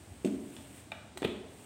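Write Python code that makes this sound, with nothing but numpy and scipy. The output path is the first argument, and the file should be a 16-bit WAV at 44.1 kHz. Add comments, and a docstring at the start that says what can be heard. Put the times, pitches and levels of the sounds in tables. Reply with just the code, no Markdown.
"""Thuds and plastic clacks of a flat mop on a hard floor in a small room.
The padded head thuds down, the plate clacks, the swivel joint ticks and the pole taps against it;
then the head flips and lands in a quick rattle. The cloth swishes faintly between the knocks.
The room rings after each blow and hums with steady noise."""
import sys
import numpy as np
from scipy import signal
from scipy.fft import rfft, irfft, next_fast_len
from scipy.io import wavfile
from scipy.ndimage import uniform_filter1d

SR = 44100
rng = np.random.default_rng(int(sys.argv[2]) if len(sys.argv) > 2 else 0)


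def dump_mix(stems):
    """Bounce the given channels to the path in sys.argv[1] as a 16-bit WAV at rate SR."""
    frames = np.atleast_2d(stems).T  # one column per channel
    limited = np.clip(frames, -1, 1)  # hard clip at full scale
    pcm = np.round(limited * 32767).astype(np.int16)
    wavfile.write(sys.argv[1], SR, pcm)


N = 72765
T = np.arange(N) / SR

# Spectrum of the crack in a clack or tap. Each row: frequency in Hz, relative level in dB.
CRACK_SPECTRUM = [(60, -31), (200, -13.5), (600, 0), (1300, -7), (2600, -1.5), (3500, -2), (4200, -10),
                  (4800, -24), (9000, -25), (16000, -33)]
# Spectrum of the joint's tick. Each row: frequency in Hz, relative level in dB.
TICK_SPECTRUM = [(500, -12), (2000, -8), (4000, 0), (6000, -1.5), (8500, 8), (10500, -12.5), (15500, -14)]
CRACK_T60_S, TICK_T60_S = 0.018, 0.022
TILT_PIVOT_HZ = 2000
RING_WET_DB = -8.5  # share of a part's own ring that reaches the room


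def amp(db):
    """Decibels to gain."""
    return 10 ** (np.asarray(db) / 20)


def unit(x):
    """Scale to rms 1."""
    return x / np.sqrt(np.mean(x ** 2) + 1e-20)


def along(points, hz):
    """Read (Hz, value) points on a log axis."""
    points_hz, values = np.transpose(points)
    return np.interp(np.log(hz + 1), np.log(points_hz + 1), values)


def fade(t, t60_s):
    """Exponential decay, 60 dB down at t60_s."""
    return np.exp(-np.log(1000) * t / t60_s)


def colour(x, points):
    """Minimum-phase filter with the given (Hz, dB) gain."""
    size = next_fast_len(2 * len(x))
    gain = amp(along(points, np.fft.rfftfreq(size, 1 / SR)))
    cepstrum = irfft(np.log(gain), size)
    cepstrum[1:size // 2] *= 2
    cepstrum[size // 2 + 1:] = 0
    return irfft(rfft(x, size) * np.exp(rfft(cepstrum)), size)[:len(x)]


def noise(points):
    """Coloured noise of rms 1."""
    return unit(colour(rng.standard_normal(N), points))


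def add(track, start_s, sound):
    """Mix a sound in at start_s."""
    i = round(start_s * SR)
    track[i:i + len(sound)] += sound[:N - i]


def burst(points, t60_s, tilt_db_oct=0):
    """Dying puff of coloured, tilted noise that starts near rms 1."""
    envelope = fade(T[:SR // 10], t60_s)
    tilted = [(hz, db + tilt_db_oct * np.log2(hz / TILT_PIVOT_HZ)) for hz, db in points]
    puff = colour(rng.standard_normal(len(envelope)) * envelope, tilted)
    return unit(puff) * np.sqrt(np.mean(envelope ** 2))


def struck(modes, attack_s, tilt_db_oct=0):
    """Short ring of a part's modes; a positive tilt brightens it."""
    t = T[:SR // 10]
    ring = np.zeros(len(t))
    for k, (hz, db, t60_s) in enumerate(modes):
        gain = (-1) ** k * amp(db + tilt_db_oct * np.log2(hz / TILT_PIVOT_HZ))
        ring += gain * np.sin(2 * np.pi * hz * t) * fade(t, t60_s)
    return ring * (1 - np.exp(-t / attack_s)) ** 2


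def room_noise():
    """Steady low hum with a little hiss."""
    # Each row: frequency in Hz, relative level in dB.
    hum_spectrum = [(25, -31), (45, -12), (68, -2), (98, 1), (150, -9.5), (210, -7), (290, -8), (450, -17),
                    (700, -16), (1200, -25), (3000, -27.5), (5000, -31.5), (7000, -32), (8500, -25.5),
                    (10000, -38), (12500, -48), (15800, -41.5)]
    return amp(-52.5) * noise(hum_spectrum)


def room_tail(x):
    """Diffuse reverberation; each frequency dies at its own speed."""
    # Room decay. Each row: frequency in Hz, T60 in seconds.
    decay_times = [(100, 0.86), (280, 0.7), (700, 0.99), (2500, 0.66), (5000, 0.68), (12000, 0.45)]
    build_s = 0.001
    hz, t, spectra = signal.stft(rng.standard_normal(SR), SR, nperseg=256)
    spectra *= fade(t, along(decay_times, hz)[:, None])
    tail = signal.istft(spectra, SR, nperseg=256)[1][:SR]
    tail *= 1 - np.exp(-T[:SR] / build_s)
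    return signal.fftconvolve(x, tail / np.linalg.norm(tail))[:N]


def room_ring(x):
    """Low room resonances, set off by blows near their pitch."""
    # Each row: frequency in Hz, relative level in dB, T60 in seconds.
    room_modes = [(205.6, -16.5, 0.56), (230.7, -27, 1), (275.4, -15.5, 0.99), (299.7, -19, 0.61),
                  (343, -52, 0.39), (364.4, -26.5, 0.92), (402.7, -33, 0.5), (432.4, -23.5, 0.88),
                  (462.4, -26, 1), (594, -28, 0.36), (595.3, -25.5, 0.99), (633, -24.5, 0.36),
                  (775, -16, 0.83), (856, -24, 0.45)]
    ring = sum(amp(db) * np.cos(2 * np.pi * hz * T) * fade(T, t60_s) for hz, db, t60_s in room_modes)
    return signal.fftconvolve(x, ring / np.linalg.norm(ring))[:N]


def cloth():
    """The pad swishes with a fine grain as it slides."""
    # Course of the slide. Each row: time in seconds, level in dB.
    slide_levels = [(0, -63.5), (.2, -64), (.4, -62.5), (.56, -58), (.62, -57.5), (.69, -59.5),
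                    (.79, -55.5), (.87, -65.5), (1.1, -77), (1.2, -76), (1.42, -77), (1.52, -63),
                    (1.62, -59.5)]
    # Cloth friction. Each row: frequency in Hz, relative level in dB.
    swish_spectrum = [(300, -8), (1000, 5), (3000, 7.5), (5000, -7), (7000, 1.5), (8500, 12), (10000, 0.5),
                      (12500, -3), (15800, -3)]
    slide_db = np.interp(T, *np.transpose(slide_levels))
    grain_db = unit(uniform_filter1d(rng.standard_normal(N), size=200))
    return amp(slide_db + grain_db) * noise(swish_spectrum)


def pole():
    """The hollow pole taps its joint: a short pitched ring, a tick, a crack that scatters in the room."""
    # Each row: start in seconds, gain in dB.
    taps = [(.2478, -43.5), (.9184, -33.5)]
    # Each row: frequency in Hz, relative level in dB, T60 in seconds.
    pole_modes = [(656, -6, 0.022), (871, -7.5, 0.074), (1300, -13, 0.016), (1850, -9.5, 0.024),
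                  (2398, 0.5, 0.026), (2667, 5, 0.011), (3660, 2.5, 0.016)]
    tick_offset_db, crack_direct_db, crack_wet_db = -18.5, -2, -1
    track = np.zeros(N)
    for start_s, db in taps:
        ring = amp(db) * struck(pole_modes, attack_s=0.00029)
        crack = amp(db) * burst(CRACK_SPECTRUM, CRACK_T60_S)
        tick = amp(db + tick_offset_db) * burst(TICK_SPECTRUM, TICK_T60_S)
        add(track, start_s, ring + amp(crack_direct_db) * crack + tick)
        add(track, start_s, room_tail(amp(RING_WET_DB) * ring + amp(crack_wet_db) * crack))
    return track


def clacks():
    """Plate clacks (crack and short ring) and joint ticks, some following one another within a few ms."""
    # Each row: start in seconds, clack and tick gains in dB, clack and tick tilts in dB per octave.
    contacts = [(0.2483, -49, -39, -0.5, -5), (0.2519, -59, -46, 7, 9), (0.2638, -43, -47, 3, 6.5),
                (.274, -40, -54, -0.5, 14), (0.5658, -39, -48, 0.5, -3), (.585, -45, -65, -4.5, 0),
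                (1.1737, -32, -42.5, 0.5, 4), (1.178, -67, -43, 6, 14), (1.2208, -30, -51, -6, 5),
                (1.2283, -26, -35, -3, -11), (1.233, -36.5, -60, -15, -7),
                (1.2405, -37.5, -55, 2, 9), (1.2443, -29, -64, -2.5, -10),
                (1.2471, -26.5, -45, 1.5, -8.5), (1.2495, -24, -28, -3.5, -27),
                (1.2522, -34.5, -66, 1.5, -4), (1.2748, -37, -64, 0, -15)]
    # Each row: frequency in Hz, relative level in dB, T60 in seconds.
    plate_modes = [(593, -15, 0.042), (869, -16.5, 0.09), (1200, -12, 0.017), (1933, -7.5, 0.024),
                   (2500, -5, 0.018), (2890, -11.5, 0.024), (3460, -1.5, 0.019), (4165, -13.5, 0.015)]
    attack_s, ring_offset_db, crack_offset_db = 0.0003, -6.5, -4
    crack_wet_db, tick_wet_db = -4, -2.5
    track = np.zeros(N)
    for start_s, clack_db, tick_db, clack_db_oct, tick_db_oct in contacts:
        ring = amp(clack_db + ring_offset_db) * struck(plate_modes, attack_s, clack_db_oct)
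        crack = amp(clack_db + crack_offset_db) * burst(CRACK_SPECTRUM, CRACK_T60_S, clack_db_oct)
        tick = amp(tick_db) * burst(TICK_SPECTRUM, TICK_T60_S, tick_db_oct)
        to_room = amp(RING_WET_DB) * ring + amp(crack_wet_db) * crack + amp(tick_wet_db) * tick
        add(track, start_s, ring + crack + tick)
        add(track, start_s, room_tail(to_room))
    return track


def thuds():
    """The padded head meets the floor; each soft blow swells, dies within a few cycles, stirs the room."""
    # Each row: start in seconds, envelope peak in dB, pitch in Hz, pad compression time in seconds.
    blows = [(.112, -43.5, 97, 0.0076), (.2458, -22.5, 356, 0.0021), (0.2503, -25.5, 208.6, 0.0047),
             (.2535, -23.5, 310, 0.0033), (.255, -37, 623, 0.0042), (0.2727, -30, 269, 0.0034),
             (.596, -55.5, 604, 0.0069), (1.157, -45, 363, 0.013), (1.2198, -26, 380, 0.0013),
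             (1.23, -32.5, 343, 0.0015), (1.245, -31.5, 151, 0.0052), (1.2462, -21, 400.6, 0.0044),
             (1.253, -32.5, 231.4, 0.0056)]
    # The head comes closer, so less arrives via the room. Each row: time in seconds, room send in dB.
    room_sends = [(.25, 1), (1.25, -4.5)]
    # The room's answer to thuds. Each row: frequency in Hz, gain in dB.
    boom_curve = [(60, -22), (150, -9), (220, 6.5), (450, -4), (700, -2.5), (1200, 12), (3000, -23)]
    modes_wet_db, tail_wet_db = -15, -3.5
    direct, to_room, tail = np.zeros((3, N))
    t = T[:SR // 10]
    for start_s, db, hz, squeeze_s in blows:
        squeeze = t / squeeze_s
        envelope = squeeze * np.exp((1 - squeeze ** 2) / 2)
        blow = np.zeros(N)
        add(blow, start_s, amp(db) * envelope * np.sin(2 * np.pi * hz * t))
        send = amp(np.interp(start_s, *np.transpose(room_sends)))
        direct += blow
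        to_room += send * blow
        tail += send * room_tail(blow)
    return direct + amp(modes_wet_db) * room_ring(to_room) + amp(tail_wet_db) * colour(tail, boom_curve)


def scene():
    """The mop over the steady noise of the room, mono."""
    return (thuds() + clacks() + pole() + cloth() + room_noise())[None]


def record(dry):
    """The microphone loses the deep bass; the top treble is cut off."""
    low_hz, top_hz = 76, 15850
    thinned = signal.sosfilt(signal.butter(2, low_hz, 'high', fs=SR, output='sos'), dry)
    size = next_fast_len(2 * N)
    passband = np.fft.rfftfreq(size, 1 / SR) < top_hz
    return irfft(rfft(thinned, size) * passband, size)[..., :N]


dry = scene()
out = record(dry)
dump_mix(out)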